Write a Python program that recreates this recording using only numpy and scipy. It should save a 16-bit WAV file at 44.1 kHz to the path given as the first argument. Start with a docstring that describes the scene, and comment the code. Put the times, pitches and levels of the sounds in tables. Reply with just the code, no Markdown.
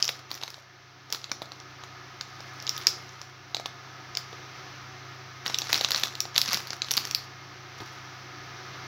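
"""In a small tiled kitchen, a thin plastic packet is handled near a phone while an appliance hums.
Each crease of the film snaps over in a short click: film ring, lower packet thud and treble tick.
Wisps of noise crackle between the snaps; soft knocks are pairs of low rings; one thin squeak is a sine.
The tiles ring on as a fading noise tail. The hum is three motor tones over filtered air noise."""
import sys
import numpy as np
from scipy import signal
from scipy.fft import rfft, irfft
from scipy.io import wavfile
from scipy.ndimage import uniform_filter1d

SR = 44100
rng = np.random.default_rng(int(sys.argv[2]) if len(sys.argv) > 2 else 0)


def transcribe(signal):
    """Save signal, clipped to [-1, 1], as a 16-bit WAV file at the path in sys.argv[1]."""
    frames = np.atleast_2d(signal).T
    limited = np.clip(frames, -1, 1)
    pcm = np.round(limited * 32767).astype(np.int16)
    wavfile.write(sys.argv[1], SR, pcm)


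N = 391151

# background level, heard to dip and recover slowly: (time [s], relative level [dB])
BACKGROUND_LEVEL = [(0.0, -53.5), (0.62, -59.5), (1.06, -58), (1.7, -53), (2.25, -53.5), (2.47, -51),
                    (2.76, -50.5), (3.33, -54.5), (5.04, -50), (6.91, -52), (7.09, -50), (7.58, -51.5),
                    (8.05, -51.5), (8.87, -49)]
# motor tones in the drone: (frequency [Hz], relative level [dB])
MOTOR_TONES = [(70, -19.5), (100, -6), (129.2, 0)]
# colour of the air noise: (frequency [Hz], relative level per Hz [dB])
AIR_COLOUR = [(24, -45), (45, -22), (80, -17), (150, -10.5), (240, -19), (560, -17), (1300, -9.5),
              (2200, -13.5), (2900, -17.5), (6000, -18), (7200, -38.5), (8800, -54), (11500, -42),
              (16000, -40.5)]
# resonances of the room in the air noise: (centre [Hz], width [Hz], height [dB])
AIR_RESONANCES = [(298, 16.6, 12.5), (366.8, 55, 12.5), (707.3, 15, 11), (752.6, 13.3, 12.5), (1250, 51, 8),
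                  (1720, 22, 8), (2133, 25, 8)]
# handling of the film, one curve per spell: (time [s], firmness [dB])
HANDLING_SPELLS = [
    [(0.0, -35.5), (0.114, -49), (0.2, -50)],
    [(0.3, -48), (0.37, -43), (0.44, -53), (0.592, -53), (0.7, -79)],
    [(1.05, -70), (1.146, -39.5), (1.286, -61), (1.6, -61)],
    [(2.1, -70), (2.226, -59), (2.614, -54), (2.76, -44), (2.822, -41.5), (3.022, -52.5), (3.3, -57)],
    [(3.5, -60.5), (3.8, -86)],
    [(4.1, -62), (4.4, -59)],
    [(5.46, -34.5), (5.52, -39), (5.658, -37.5), (5.76, -30), (5.86, -36), (5.98, -31), (6.1, -41.5),
     (6.26, -51)],
    [(6.35, -38), (6.44, -37.5), (6.53, -25.5), (6.62, -42), (6.75, -46), (6.8, -54), (6.88, -45),
     (6.98, -32), (7.03, -42), (7.12, -42), (7.25, -49)],
    [(7.78, -46.5), (8.0, -57)],
]
# colour of the fine crackle: (frequency [Hz], relative level per Hz [dB])
CRACKLE_COLOUR = [(200, -21), (400, -14.5), (1200, 0), (2600, -1), (4000, -2.5), (5800, 0), (7200, -12),
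                  (8800, -27.5), (11000, -16), (15500, -25)]
# the distinct creases, plus a few quieter repeats that the walls return some ms after a loud click: (time [s],
# relative peak [dB], film ring [Hz], packet ring [Hz], # packet relative to film [dB], treble tick relative to
# film [dB])
DISTINCT_CREASES = [(0.0254, -2.5, 5100, 2280, -50, -31), (0.0434, -14.5, 4870, 1370, -30, -12),
                    (0.0524, -16, 5630, 1360, -26, -13), (0.0785, -12.5, 5500, 1090, -20, -17),
                    (0.0905, -11, 3750, 2290, -6.5, -15), (0.3044, -39, 4200, 1780, -4, -7),
                    (0.3138, -17.5, 4230, 1110, -10, -11), (0.33, -30, 5430, 746, -11, -14),
                    (0.3421, -24, 5830, 2300, -19, -15), (0.351, -30, 5660, 1770, -6, -4),
                    (0.4137, -26, 3560, 816, -11, -28), (0.426, -26.5, 4010, 2300, -3, -18),
                    (0.4345, -16.5, 3850, 900, -11, -17), (0.4781, -26, 4220, 2250, -2.5, -22),
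                    (0.5027, -27, 5200, 1200, -22, -9), (0.5423, -25.5, 4270, 1410, -14, -29),
                    (1.1019, -28.5, 5500, 700, -11, -14), (1.1248, -11, 5330, 1800, -14.5, -8),
                    (1.128, -20, 5330, 2260, -13, -26), (1.1337, -24, 4190, 974, -7, -19),
                    (1.1466, -17.5, 4110, 1390, -10.5, -27), (1.1574, -30, 4700, 799, -14, -31),
                    (1.2156, -35, 5290, 1890, -11, -31), (1.2418, -19.5, 4050, 1430, -15.5, -45),
                    (1.295, -32, 3810, 633, -5.5, -24), (1.3157, -12.5, 5660, 1400, -8.5, -42),
                    (1.4183, -24, 3900, 670, 2, -39), (1.4248, -31, 3910, 1870, -3, -29),
                    (1.4565, -34, 4290, 1270, -11, -25), (1.5185, -25, 4180, 1260, -7.5, -31),
                    (1.6003, -30, 5700, 1180, -12, -29), (1.8365, -28.5, 3930, 1140, -4, -32),
                    (2.2102, -16, 5000, 1540, -14.5, -24), (2.4046, -28.5, 5060, 743, -5, -40),
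                    (2.6005, -26, 5400, 1150, -25, -27), (2.6244, -26, 5270, 697, -16, -11),
                    (2.6672, -16, 4880, 1850, -30, -34), (2.6756, -19, 3650, 2190, -21, -24),
                    (2.6926, -7, 5400, 1740, -26, -19.5), (2.7646, -21.5, 5590, 1250, -23, -18),
                    (2.7778, -19, 3860, 1260, -24, -8), (2.8689, 1.5, 5340, 1850, -19, -13.5),
                    (2.878, -16.5, 4600, 1980, -13, -25), (2.8864, -20, 4800, 1700, -20, -28),
                    (3.0917, -33, 5980, 1250, -9, -29), (3.2148, -24, 5300, 1200, -8, -20),
                    (3.5459, -11, 3970, 800, -13, -24), (3.5669, -17, 4370, 710, -10.5, -35),
                    (3.5974, -25.5, 5370, 710, -2, -36), (3.658, -15, 3540, 980, -7.5, -52),
                    (4.151, -18, 5140, 1820, -22, -38), (4.171, -10, 4970, 1820, -18.5, -17),
                    (4.3286, -32.5, 3660, 1360, -8, -38), (5.462, -12.5, 3800, 1900, -6.5, -24),
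                    (5.4787, -16, 5400, 1270, -10, -31), (5.4984, -22, 3790, 853, -2.5, -33),
                    (5.5436, -9, 3980, 1340, -23, -26), (5.5859, -8.5, 5670, 2020, -36, -12),
                    (5.6184, -13.5, 4020, 810, -15, -38), (5.6406, -24, 5380, 1410, -18, -31),
                    (5.6695, -25, 4240, 1190, -7, -29), (5.696, -26.5, 5300, 1590, 4, -18),
                    (5.7288, -3.5, 4060, 2060, -10, -10), (5.7429, -6.5, 4000, 1700, -17, -33),
                    (5.7555, -12, 4350, 2230, -7.5, -25), (5.7767, -17, 5410, 1240, -11, -29),
                    (5.7922, -23, 3850, 824, -14, -31), (5.8102, -11, 3960, 730, -11, -28),
                    (5.84, -19, 5300, 2150, -24, -29), (5.8461, -5, 3970, 1140, -16, -37),
                    (5.8784, -26, 3700, 1100, -21, -25), (5.9063, -11, 4030, 1210, -14, -7),
                    (5.9176, -5, 4430, 1670, -17, -14), (5.9334, -23, 5010, 1700, -9, -24),
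                    (5.9458, -10, 4150, 1670, -8, -34), (5.9602, -12.5, 4300, 1040, -21, -21),
                    (5.978, -16, 5630, 2150, -27, -13), (5.997, -19.5, 4010, 2240, -24, -5),
                    (6.0347, -5, 3700, 1740, -13.5, -16.5), (6.0566, -18, 3800, 1720, -13, -25),
                    (6.0804, -24, 4930, 1280, -17, -23), (6.1525, -19, 4200, 1390, -19, -14),
                    (6.2038, -7.5, 5550, 1410, -28, -11), (6.2532, -25.5, 4430, 756, -4, -32),
                    (6.3445, -29, 6000, 1220, -22, -29), (6.3565, -17, 4170, 1840, -13, -28),
                    (6.3614, -7, 3750, 1900, -12.5, -21), (6.3789, 0.5, 4070, 1830, -16.5, -11),
                    (6.415, -5.5, 4460, 2240, -32, -9), (6.4587, -19, 5150, 1170, -21, -27),
                    (6.478, -17, 5440, 1430, -21, -28), (6.4883, -15.5, 4440, 1440, -21, -25),
                    (6.5194, -16, 4480, 1880, -20, -23), (6.5309, -9, 5400, 1140, -15, -7),
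                    (6.5438, -8, 4540, 1710, -22, -10), (6.572, -17, 5220, 1140, -11, -30),
                    (6.6713, -24.5, 4500, 1410, -21, -8), (6.7047, -14.5, 5170, 760, -18, -33),
                    (6.731, -20, 4440, 1400, -3, -27), (6.8186, -10.5, 4060, 1700, -17, -43),
                    (6.8448, -21, 4210, 1250, -14, -40), (6.8847, -24, 3400, 1890, -5, -34),
                    (6.9089, -7.5, 4370, 1340, -25, -13), (6.9143, -9.5, 5870, 1850, -14.5, -3),
                    (6.9372, -12, 5730, 1980, -20, -17), (6.9684, -12.5, 4340, 1930, -23, -1),
                    (6.9727, -8.5, 4500, 1430, -20, -14), (6.9769, -6, 4580, 1440, -13, -22),
                    (7.0515, -16.5, 5550, 1870, -9.5, -13), (7.0718, -24, 4580, 1430, -8, -6),
                    (7.1104, -14.5, 5740, 1880, -28, -12), (7.1478, -5, 4670, 1380, -39, -12),
                    (7.8026, -29, 3770, 900, -7, -35)]
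# bands that film, packet and edge radiate: (from [Hz], to [Hz], filter order)
RADIATED_BANDS = [(2300, 7100, 5), (280, 2700, 1), (9600, 18000, 3)]
# soft knocks of the full packet in the hand and on the dish:
# (time [s], relative level [dB], low ring [Hz], high ring [Hz])
KNOCKS = [(.578, -43, 620, 940), (4.328, -37.5, 433, 684), (6.485, -37, 210, 452), (6.547, -38, 190, 327.5),
          (6.969, -36, 231, 437), (7.804, -37.5, 119, 389), (7.818, -36.5, 330, 900)]
# the one thin squeak: (start [s], end [s], frequency [Hz], relative level [dB])
SQUEAK_TONE = (2.73, 2.805, 1255, -40)
# the room's fading tail: (frequency [Hz], time to fall 60 dB [s], relative level [dB])
ROOM_TAIL = [(500, 0.52, -2), (1510, 0.13, -4), (4000, 0.28, -1), (8000, 0.27, 0), (16000, 0.15, 7.5)]

CRACKLE_DB = -5.5  # fine crackle relative to the handling
# lesser creases come at random, each with its own rings and colour
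LESSER_PER_S = 45
FIRM_DB = -35  # level of firm handling
# relative peak under firm handling; dB per dB of handling; random spread up or down
LESSER_DB, LESSER_SLOPE, LESSER_SPREAD_DB = -28, 1.14, 8
FILM_HZ, PACKET_HZ = (4060, 5940), (1060, 2160)  # ranges of their rings
PACKET_DB, TICK_DB, COLOUR_SPREAD_DB = -5.5, -8.5, 3.5  # relative to the film; random spread
TOP_HZ = 15800  # the phone passes almost nothing above this


def undb(db):
    """Turn decibels into a plain factor."""
    return 10 ** (np.asarray(db) / 20)


def curve(rows):
    """Join (time, value) points by straight lines, one value per sample."""
    times, values = np.transpose(rows)
    return np.interp(np.arange(N) / SR, times, values)


def unit(x):
    """Scale a sound to an average (RMS) strength of 1."""
    return x / np.sqrt(np.mean(x ** 2))


def colour(x, points, peaks=()):
    """Filter with the gain of (Hz, dB) points plus resonant humps, responding only after its input."""
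    size = 8192
    f = np.arange(size // 2 + 1) * SR / size + 1  # the 1 avoids log(0)
    hz, db = np.transpose(points)
    gain_db = np.interp(np.log(f), np.log(hz), db)
    for centre, width, height in peaks:
        gain_db = gain_db + height / (1 + (2 * (f - centre) / width) ** 2)
    # folding the cepstrum (spectrum of the log gain) gives the filter minimum phase
    cepstrum = irfft(gain_db * np.log(10) / 20)
    cepstrum[1:size // 2] *= 2
    cepstrum[size // 2 + 1:] = 0
    response = irfft(np.exp(rfft(cepstrum)))
    return signal.fftconvolve(x, response)[:len(x)]


def walk(rate):
    """Wander between random levels, a new one every 1 / rate seconds, joined by straight ramps."""
    hold = int(SR / rate)
    levels = rng.standard_normal(N // hold + 1)
    return uniform_filter1d(np.repeat(levels, hold), hold)[:N]


def burst(t, rise, t60):
    """Envelope that climbs for a moment and dies away, with its top at 1."""
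    envelope = (1 - np.exp(-t / rise)) ** 2 * np.exp(-np.log(1000) * t / t60)
    return envelope / envelope.max()


def drone():
    """Motor tones of gently wandering level lie over air noise coloured by the room's resonances."""
    t = np.arange(N) / SR
    tones = 0
    for hz, db in MOTOR_TONES:
        level = undb(db + 0.31 * walk(0.56))
        tones = tones + level * np.sin(2 * np.pi * (hz * t + rng.random()))
    air = unit(colour(rng.standard_normal(N), AIR_COLOUR, AIR_RESONANCES))
    air = air * undb(0.76 * walk(2.928))
    return undb(curve(BACKGROUND_LEVEL)) * (undb(1.5) * tones + undb(5.5) * air)


def handling():
    """Firmness of the handling in dB, dropping to -90 between the spells."""
    padded = []
    for spell in HANDLING_SPELLS:
        padded += [(spell[0][0] - .03, -90), *spell, (spell[-1][0] + 0.029, -90)]
    return curve(padded)


def crackle():
    """Many small creases at random moments, a few larger than the rest, each a wisp of noise."""
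    when = rng.random(N) < 900 / SR  # about 900 per second
    sizes = when * undb(3.8 * np.minimum(rng.exponential(size=N), 4))
    wisp = burst(np.arange(256) / SR, .0001, 0.004)
    wisps = signal.fftconvolve(sizes, wisp)[:N] * rng.standard_normal(N)
    return unit(colour(wisps, CRACKLE_COLOUR)) * undb(handling() + CRACKLE_DB)


def creases():
    """List the distinct creases, then lesser ones whose strength follows the handling at their moment."""
    count = int(LESSER_PER_S * N / SR)
    when, size, film, packet, body, edge = rng.random((count, 6)).T
    sample = when * (N - 1)
    firmness = handling()[sample.astype(int)] - FIRM_DB
    db = LESSER_DB + LESSER_SLOPE * firmness + LESSER_SPREAD_DB * (2 * size - 1)
    film_hz = np.interp(film, [0, 1], FILM_HZ)
    packet_hz = np.interp(packet, [0, 1], PACKET_HZ)
    packet_db = PACKET_DB + COLOUR_SPREAD_DB * (2 * body - 1)
    tick_db = TICK_DB + COLOUR_SPREAD_DB * (2 * edge - 1)
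    lesser = np.c_[sample / SR, db, film_hz, packet_hz, packet_db, tick_db]
    return np.vstack([DISTINCT_CREASES, lesser])


def snaps():
    """A crease flips: the taut film rings briefly, the packet thuds lower, the edge ticks in the treble."""
    t = np.arange(1024) / SR
    s, db, film_hz, packet_hz, packet_db, tick_db = creases().T[:, :, None]
    hiss, rustle, tick = rng.standard_normal((len(s), 3, 1024)).transpose(1, 0, 2)
    flip = burst(t, .00002, .00025)  # the sudden step of the crease
    film = np.sin(2 * np.pi * film_hz * t) * burst(t, .0001, 0.003)
    film = film + 0.67 * flip + 0.34 * hiss * burst(t, 0.00013, 0.0057)
    film += 0.46 * rustle * burst(t, 0.00024, 0.012)  # neighbouring wrinkles settle after
    thud = np.sin(2 * np.pi * packet_hz * t) * np.exp(-packet_hz * t / .9)  # nearly dead in two cycles
    packet = thud + 0.35 * rustle * burst(t, 0.00055, 0.033)
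    edge = flip + 0.3 * tick * burst(t, 0.0002, 0.0035)
    parts = (film, packet, edge)
    levels = (db, db + packet_db, db + tick_db)
    click = 0
    for part, part_db, (low, high, order) in zip(parts, levels, RADIATED_BANDS):
        band = signal.butter(order, [low, high], "band", fs=SR, output="sos")
        part = signal.sosfilt(band, part)
        click = click + undb(part_db) * part / np.abs(part).max(axis=1, keepdims=True)
    # the phone's microphone has a dip near 8.8 kHz, applied here to the clicks
    notched = signal.lfilter(*signal.iirnotch(8800, 2.5, SR), click)
    click = 0.38 * click + 0.55 * notched
    out = np.zeros(N + 2048)
    start = (s * SR).astype(int) + 20  # 20 samples after the listed time
    np.add.at(out, start + np.arange(1024), click)
    return out[:N]


def bump():
    """The full packet lands softly: two damped low rings."""
    out = 0
    for s, db, low_hz, high_hz in KNOCKS:
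        t = np.maximum(np.arange(N) / SR - s, 0)
        rings = np.sin(2 * np.pi * low_hz * t) + .7 * np.sin(2 * np.pi * high_hz * t)
        out = out + undb(db) * rings * burst(t, .001, 10 / low_hz)
    return out


def squeak():
    """A thin steady tone sounds for a moment."""
    start, end, hz, db = SQUEAK_TONE
    t = np.arange(N) / SR
    fade = np.interp(t, [start, start + .015, end - .015, end], [0, 1, 1, 0])
    return undb(db) * fade * np.sin(2 * np.pi * hz * t)


def kitchen(x):
    """The tiles ring on: a diffuse noise tail that dies at its own pace in each octave."""
    t = np.arange(SR // 2) / SR
    hz, t60, db = np.transpose(ROOM_TAIL)
    tail = 0
    for f in 250 * 2. ** np.arange(7):
        edges = [f / 2 ** .5, min(f * 2 ** .5, 20000)]
        band = signal.butter(2, edges, "band", fs=SR, output="sos")
        level_db = np.interp(np.log(f), np.log(hz), db)
        fall_s = np.interp(np.log(f), np.log(hz), t60)
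        noise = signal.sosfilt(band, rng.standard_normal(len(t)))
        tail = tail + noise * undb(level_db - 60 * t / fall_s)
    tail *= undb(-38) * (1 - np.exp(-(t / 0.0048) ** 2))  # the walls answer after a few ms
    return x + signal.fftconvolve(x, tail)[:N]


def scene():
    """The packet's sounds ring in the kitchen, with the drone added."""
    packet = snaps() + crackle() + bump() + squeak()
    return (kitchen(packet) + drone())[None]


def record(dry):
    """The phone loses the deepest bass, rounds the loudest clicks and cuts the top."""
    bass_cut = signal.butter(2, 55, "high", fs=SR, output="sos")
    thin = signal.sosfilt(bass_cut, dry)
    rounded = np.tanh(0.9 * thin) / 0.82
    top_cut = signal.ellip(10, .3, 75, TOP_HZ, fs=SR, output="sos")
    return signal.sosfilt(top_cut, rounded)


dry = scene()
out = record(dry)
transcribe(out)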